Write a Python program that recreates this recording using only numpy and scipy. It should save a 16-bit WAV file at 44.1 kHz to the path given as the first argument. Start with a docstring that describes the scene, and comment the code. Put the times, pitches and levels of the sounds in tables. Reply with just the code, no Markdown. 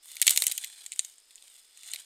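"""Dry palm fronds torn by hand

Stiff fibres snap in irregular bursts: short noise bursts in five bands, each with a leaflet rattle.
Under them the blades slide and crinkle: unevenly gripped noise plus dense tiny clicks, coloured and ringing.
The bundle bumps softly against the hand. Near surfaces and trees return faint scattered echoes,
over quiet forest air with a thin insect hiss. The sharpest peaks overload a little."""
import sys
import numpy as np
from scipy import signal
from scipy.io import wavfile

SR = 44100
rng = np.random.default_rng(int(sys.argv[2]) if len(sys.argv) > 2 else 0)


def transcribe(signal):
    """Save signal, clipped to [-1, 1], as a 16-bit WAV file at the path in sys.argv[1]."""
    frames = np.atleast_2d(signal).T
    limited = np.clip(frames, -1, 1)
    pcm = np.round(limited * 32767).astype(np.int16)
    wavfile.write(sys.argv[1], SR, pcm)


N = 90405

SLAP_S = 0.001312  # nominal delay of the quick reflection between the blades


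def amp(db):
    """Decibels to gain."""
    return 10 ** (np.asarray(db) / 20)


def unit_rms(x):
    """Scales to an rms of one."""
    return x / np.sqrt(np.mean(x ** 2) + 1e-20)


def unit_energy(x):
    """Scales to an energy of one."""
    return x / np.sqrt(np.sum(x ** 2) + 1e-20)


def add(mix, start_s, sound):
    """Mixes a sound in at start_s, cut at the end of the mix."""
    part = mix[max(round(start_s * SR), 0):][:len(sound)]
    part += sound[:len(part)]


def band(x, edges_hz, order=3):
    """Causal Butterworth band-pass."""
    sos = signal.butter(order, edges_hz, "bandpass", fs=SR, output="sos")
    return signal.sosfilt(sos, x)


def colour(x, points, size=4096):
    """Minimum-phase filter of unit energy; points give the shape of its spectrum."""
    point_hz, point_db = np.transpose(points)
    bin_hz = abs(np.fft.fftfreq(size, 1 / SR))
    gain_db = np.interp(np.log(bin_hz + 1), np.log(point_hz), point_db)
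    log_gain = np.log(amp(gain_db))
    spectrum = np.exp(np.conj(signal.hilbert(log_gain)))
    taps = np.fft.ifft(spectrum).real[:size // 2]
    return signal.fftconvolve(x, unit_energy(taps))[:len(x)]


def forest():
    """Faint steady air, with a thin far hiss of insects near 5 kHz."""
    # spectrum shape: freq_hz, relative_db (per Hz)
    air_spectrum = [(25, 5), (60, -14), (100, -14.5), (140, -36), (200, -13.5), (300, -4.5), (500, -2.5),
                    (1000, -5.5), (2000, -1.5), (4400, 3), (5150, 11), (5700, -4.5), (9000, -7.5),
                    (15000, -28.5)]
    level_db = -66.5
    return amp(level_db) * colour(rng.standard_normal(N), air_spectrum)


def echoes(x, t60_s, size=20000):
    """Sparse scattered reflections from 3 ms on, falling 60 dB in t60_s."""
    t = np.arange(size) / SR
    hits = rng.standard_normal(size) * (rng.random(size) < .1)
    taps = hits * (t > .003) * amp(-60 * t / t60_s)
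    return signal.fftconvolve(x, unit_energy(taps))[:N]


def bumps(size=4096):
    """The bundled stems knock softly against the hand: dull band noise with a fast fade."""
    # knocks: start_s, level_db, fade_s (time constant)
    knocks = [(0.4211, -52, 0.015), (0.813, -71.5, 0.0085), (1.438, -63.5, 0.0056)]
    # pass band: low_hz, high_hz
    knock_band_hz = (434, 1520)
    out, t = np.zeros(N), np.arange(size) / SR
    for start_s, level_db, fade_s in knocks:
        noise = unit_rms(band(rng.standard_normal(size), knock_band_hz))
        add(out, start_s, amp(level_db) * noise * np.exp(-t / fade_s))
    return out


def crinkle(patches=16, size=256):
    """Tiny buckles of all sizes, each in one of several leaf patches with its own short ring."""
    clicks_per_s, spread_db, fade_s = 1100, 4.5, 0.00039
    out, t = np.zeros(N), np.arange(size) / SR
    for _ in range(patches):
        hits = rng.random(N) < clicks_per_s / patches / SR
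        sizes = amp(spread_db * np.minimum(rng.exponential(1, N), 3.5))
        patch_ring = unit_energy(rng.standard_normal(size) * np.exp(-t / fade_s))
        out += signal.fftconvolve(hits * sizes, patch_ring)[:N]
    return unit_rms(out)


def rustle():
    """Blades slide with a grip that catches and lets go, and crinkle as they bend."""
    # rubbing strength, before ring, slap and mix gain: time_s, body_db, treble_db
    rub = [(0, -81, -80), (0.038, -62.5, -56.5), (.11, -53.5, -50.5), (.2, -55, -54), (.26, -45.5, -38),
           (0.318, -37.5, -33), (.36, -42, -33.5), (.44, -48, -35), (.5, -43.5, -43), (0.559, -51.5, -42.5),
           (.62, -50, -44), (0.681, -50.5, -46.5), (0.751, -57, -54.5), (0.809, -51.5, -50),
           (.89, -61.5, -56), (.97, -62, -55.5), (1.02, -52, -47), (1.08, -61, -53), (1.13, -65.5, -59),
           (1.25, -74.5, -66.5), (1.33, -67.5, -61.5), (1.45, -64.5, -60), (1.56, -58.5, -54),
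           (1.67, -68.5, -63), (1.75, -62, -60.5), (1.82, -56, -54), (1.879, -50, -45), (1.95, -53, -53.5),
           (2.01, -52, -49), (2.05, -63.5, -63)]
    # body colour: freq_hz, relative_db (per Hz)
    body_spectrum = [(100, -53.5), (400, -26.5), (1000, -15.5), (1500, -12), (2000, -6), (2700, -8.5),
                     (3400, 0), (4300, -1), (5300, -5.5), (7000, -28)]
    # treble colour: freq_hz, relative_db (per Hz)
    treble_spectrum = [(3500, -36.5), (5400, -14.5), (6300, -4), (8700, 1.5), (9600, -3.5), (10800, -8.5),
                       (12600, -10.5), (14000, -14), (16000, -28.5)]
    slide_db, crinkle_db = -3.5, -5
    grip_rms_db, grip_s = 3.3, 0.0029  # depth and time scale of the uneven grip
    t = np.arange(N) / SR
    time_s, body_db, treble_db = np.transpose(rub)
    keep = np.exp(-1 / (grip_s * SR))
    grip = unit_rms(signal.lfilter([1], [1, -keep], rng.standard_normal(N)))
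    slide = unit_rms(rng.standard_normal(N) * amp(grip_rms_db * grip))
    drive = amp(slide_db) * slide + amp(crinkle_db) * crinkle()
    body = colour(drive * amp(np.interp(t, time_s, body_db)), body_spectrum)
    treble = colour(drive * amp(np.interp(t, time_s, treble_db)), treble_spectrum)
    return body + treble


def ring(x):
    """Adds the narrow resonances of the dry blades."""
    # resonances: freq_hz, width_hz, gain_db (before the common mix_db)
    resonances = [(2370, 200, -3.5), (2984, 170, 6), (3545, 140, 2), (3930, 91, -3), (6950, 110, 2.5),
                  (7900, 330, -4), (8430, 180, -5), (8920, 180, 1.5), (9800, 55, 2), (12000, 300, 0)]
    mix_db = -3
    rings = np.zeros(N)
    for freq_hz, width_hz, gain_db in resonances:
        b, a = signal.iirpeak(freq_hz, freq_hz / width_hz, fs=SR)
        rings += amp(gain_db) * signal.lfilter(b, a, x)
    return x + amp(mix_db) * rings


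def slap(x, count=14):
    """A quick reflection between the blades whose delay drifts as the fronds move."""
    strength = 0.46
    t = np.arange(N) / SR
    drift = np.interp(t, np.linspace(0, t[-1], count), rng.uniform(0.834, 1.151, count))
    return x + strength * np.interp(t - SLAP_S * drift, t, x)


def brighten(x):
    """Lifts or lowers the top treble of the rubbing over time."""
    # top treble against the rest: time_s, gain_db
    top_treble = [(0, 5), (.2, 2.5), (.45, 0), (.7, -3.5), (1.04, 1.5), (1.3, -0.5), (1.6, 1.5), (1.9, -5),
                  (2.05, 0)]
    top_hz = 11320
    sos = signal.butter(3, top_hz, "highpass", fs=SR, output="sos")
    top = signal.sosfiltfilt(sos, x)
    gain_db = np.interp(np.arange(N) / SR, *np.transpose(top_treble))
    return x + (amp(gain_db) - 1) * top


def snap(level_db, thud_db, body_db, sizzle_db, die_ms, size=1024):
    """A fibre breaks in a quick run of tiny fractures, then the leaflets beside it rattle."""
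    # rows of the next three: thud, body, hollow, crack, sizzle
    # pass bands: low_hz, high_hz
    edges_hz = [(300, 3600), (1950, 4460), (4400, 7060), (6500, 9230), (9900, 14350)]
    # band trims: gain_db
    trim_db = [3, 1, -2, 0, 2]
    # filter orders: order
    orders = [2, 6, 3, 4, 3]
    open_ms, shortest_ms = 0.069, 0.15  # onset time constant, least decay time constant
    rattle_db, rattle_rise_s, rattle_fade_s = -10, 0.0031, 0.0023
    slap_strength = 0.26
    t = np.arange(size) / SR
    ms = t * 1000
    fracture, shake = rng.standard_normal((2, size))
    envelope = (1 - np.exp(-ms / open_ms)) * np.exp(-ms / max(die_ms, shortest_ms))
    burst = unit_energy(fracture * envelope)
    swell = (1 - np.exp(-(t / rattle_rise_s) ** 2)) * np.exp(-t / rattle_fade_s)
    rattle = amp(rattle_db) * unit_energy(shake * swell)
    delay_s = SLAP_S * rng.uniform(0.1725, 1)
    reflection = slap_strength * np.interp(t - delay_s, t, burst, left=0)
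    drive = burst + rattle + reflection
    hollow_db = (body_db + sizzle_db) / 2
    gains = amp(np.array([thud_db, body_db, hollow_db, 0, sizzle_db]) + trim_db)
    sound = np.zeros(size)
    for gain, edges, order in zip(gains, edges_hz, orders):
        sound += gain * unit_energy(band(drive, edges, order))
    # energy of 1 ms at unit rms
    return amp(level_db) * np.sqrt(SR / 1000) * sound


def snaps():
    """All the breaking fibres, each at its own time."""
    # breaks: start_s, crack level_db, then relative to the crack before band trims:
    # thud_db, body_db, sizzle_db; die_ms (decay time constant, floored in snap)
    breaks = [(0.0575, -48, -9.5, -17, 0, 0.64), (0.1155, -37, -23, -8, -6, 3.6),
              (0.1546, -47, -14, -10, 6, 1), (0.1675, -33.5, -42, -1, -7, 0.68),
              (0.1978, -40.5, -18, -2, -4, 1.4), (0.2162, -9, -31.5, -13, -6.5, 0.6),
              (0.2237, -17, -50, -3.5, -6, 2.8), (0.2673, -13.5, -27, -4.5, -9, 1.0),
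              (0.2693, -13, -30, -25, -7.5, 2.6), (0.2777, -8, -55, -6.5, -10.5, 1.1),
              (0.2789, -14.5, -32, 2.5, -18, 2.3), (0.2944, -18.5, -30, -6.5, -2, 1.7),
              (0.3049, -18.5, -30, -8, -10, 0.5), (0.3073, -12.5, -31, -14, -4, 1.6),
              (0.3619, -21, -34, -5.5, -4.5, 0.17), (0.3746, -10, -29, -6, -6.5, 1),
              (0.4024, -28, -41, -20, -5, 0.41), (0.4213, -17, -14, -4, -4, 0.58),
              (0.4378, -22, -30, -8.5, -4, 3), (0.4671, -13.5, -49, -10.5, -3, 1.65),
              (0.4762, -21.5, -31, -18, -18, 0.3), (0.4802, -20, -29, -12.5, -21, 0.27),
              (0.497, -28, -22.5, -11, -18, 1.8), (0.514, -25.5, -29, -2.5, -2.5, 2.2),
              (0.52, -22.5, -47, -10.5, -4.5, 1.5), (0.5776, -23.5, -41, -25, -3.5, 0.99),
              (0.58, -27.5, -50, -1, -19, 0.8), (0.638, -36.5, -28, 6, -21, 2.4),
              (0.6444, -29, -48, -4, -4, 1.2), (0.6467, -35.5, -30, 0, -15, 1.7),
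              (0.862, -28, -30, -10.5, -17, 2.4), (0.9194, -26, -53, -11, -23, 0.8),
              (0.9262, -37, -52, 0, -17, 4.3), (0.9337, -34.5, -48, -17, -18, 2.9),
              (0.9608, -37, -25, -12, -14, 0.25), (0.9927, -12.5, -45, -9.5, -31, 0.52),
              (1.048, -30.5, -44, -12, -16, 0.59), (1.1823, -44, -20.5, -18, -28, 0.4),
              (1.3075, -49, -29, -0.5, -13.5, 0.65), (1.3567, -37.5, -47, -17, -20, 0.14),
              (1.3797, -58, -33, 10, -9, 0.34), (1.4239, -44, -26, -5, -15, 0.69),
              (1.4795, -46, -21, -6.5, -13, 1.1), (1.7738, -41, -30, -9.5, -17, 0.88),
              (1.833, -40.5, -43, -3.5, -12, 1.1), (1.916, -29.5, -32, -40, -30, 1.1),
              (1.9352, -24.5, -43.5, -3.5, -12.5, 1.5), (1.944, -39, -15, -1, 2, 5.3),
              (1.9591, -33, -42, 0.5, -13, 2.1), (1.999, -38.5, -52, -22, -15, 0.47)]
    out = np.zeros(N)
    for start_s, *settings in breaks:
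        add(out, start_s, snap(*settings))
    return out


def scene():
    """Fronds, their reflections and the forest air."""
    rub_db = -2.5
    near_db, near_t60_s = -18, .045  # arm, body and nearest trunk
    tail_db, tail_t60_s = -25.5, 0.43  # trunks and undergrowth
    rubbing = amp(rub_db) * brighten(slap(ring(rustle())))
    fronds = snaps() + bumps() + rubbing
    near = amp(near_db) * echoes(fronds, near_t60_s)
    tail = amp(tail_db) * echoes(fronds, tail_t60_s)
    return (fronds + near + tail + forest())[None]


def record(dry):
    """Soft overload with unequal limits, which gives sharp peaks a low bump; then a low-pass."""
    knee, ceiling_up, ceiling_down = 0.25, 0.654, 0.568
    cut_hz = 16000
    room = np.where(dry > 0, ceiling_up, ceiling_down) - knee
    over = np.maximum(abs(dry) - knee, 0)
    rounded = dry + np.sign(dry) * (room * np.tanh(over / room) - over)
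    taps = signal.firwin(255, cut_hz, window=("kaiser", 9), fs=SR)
    return signal.oaconvolve(rounded, taps[None], "same")


dry = scene()
out = record(dry)
transcribe(out)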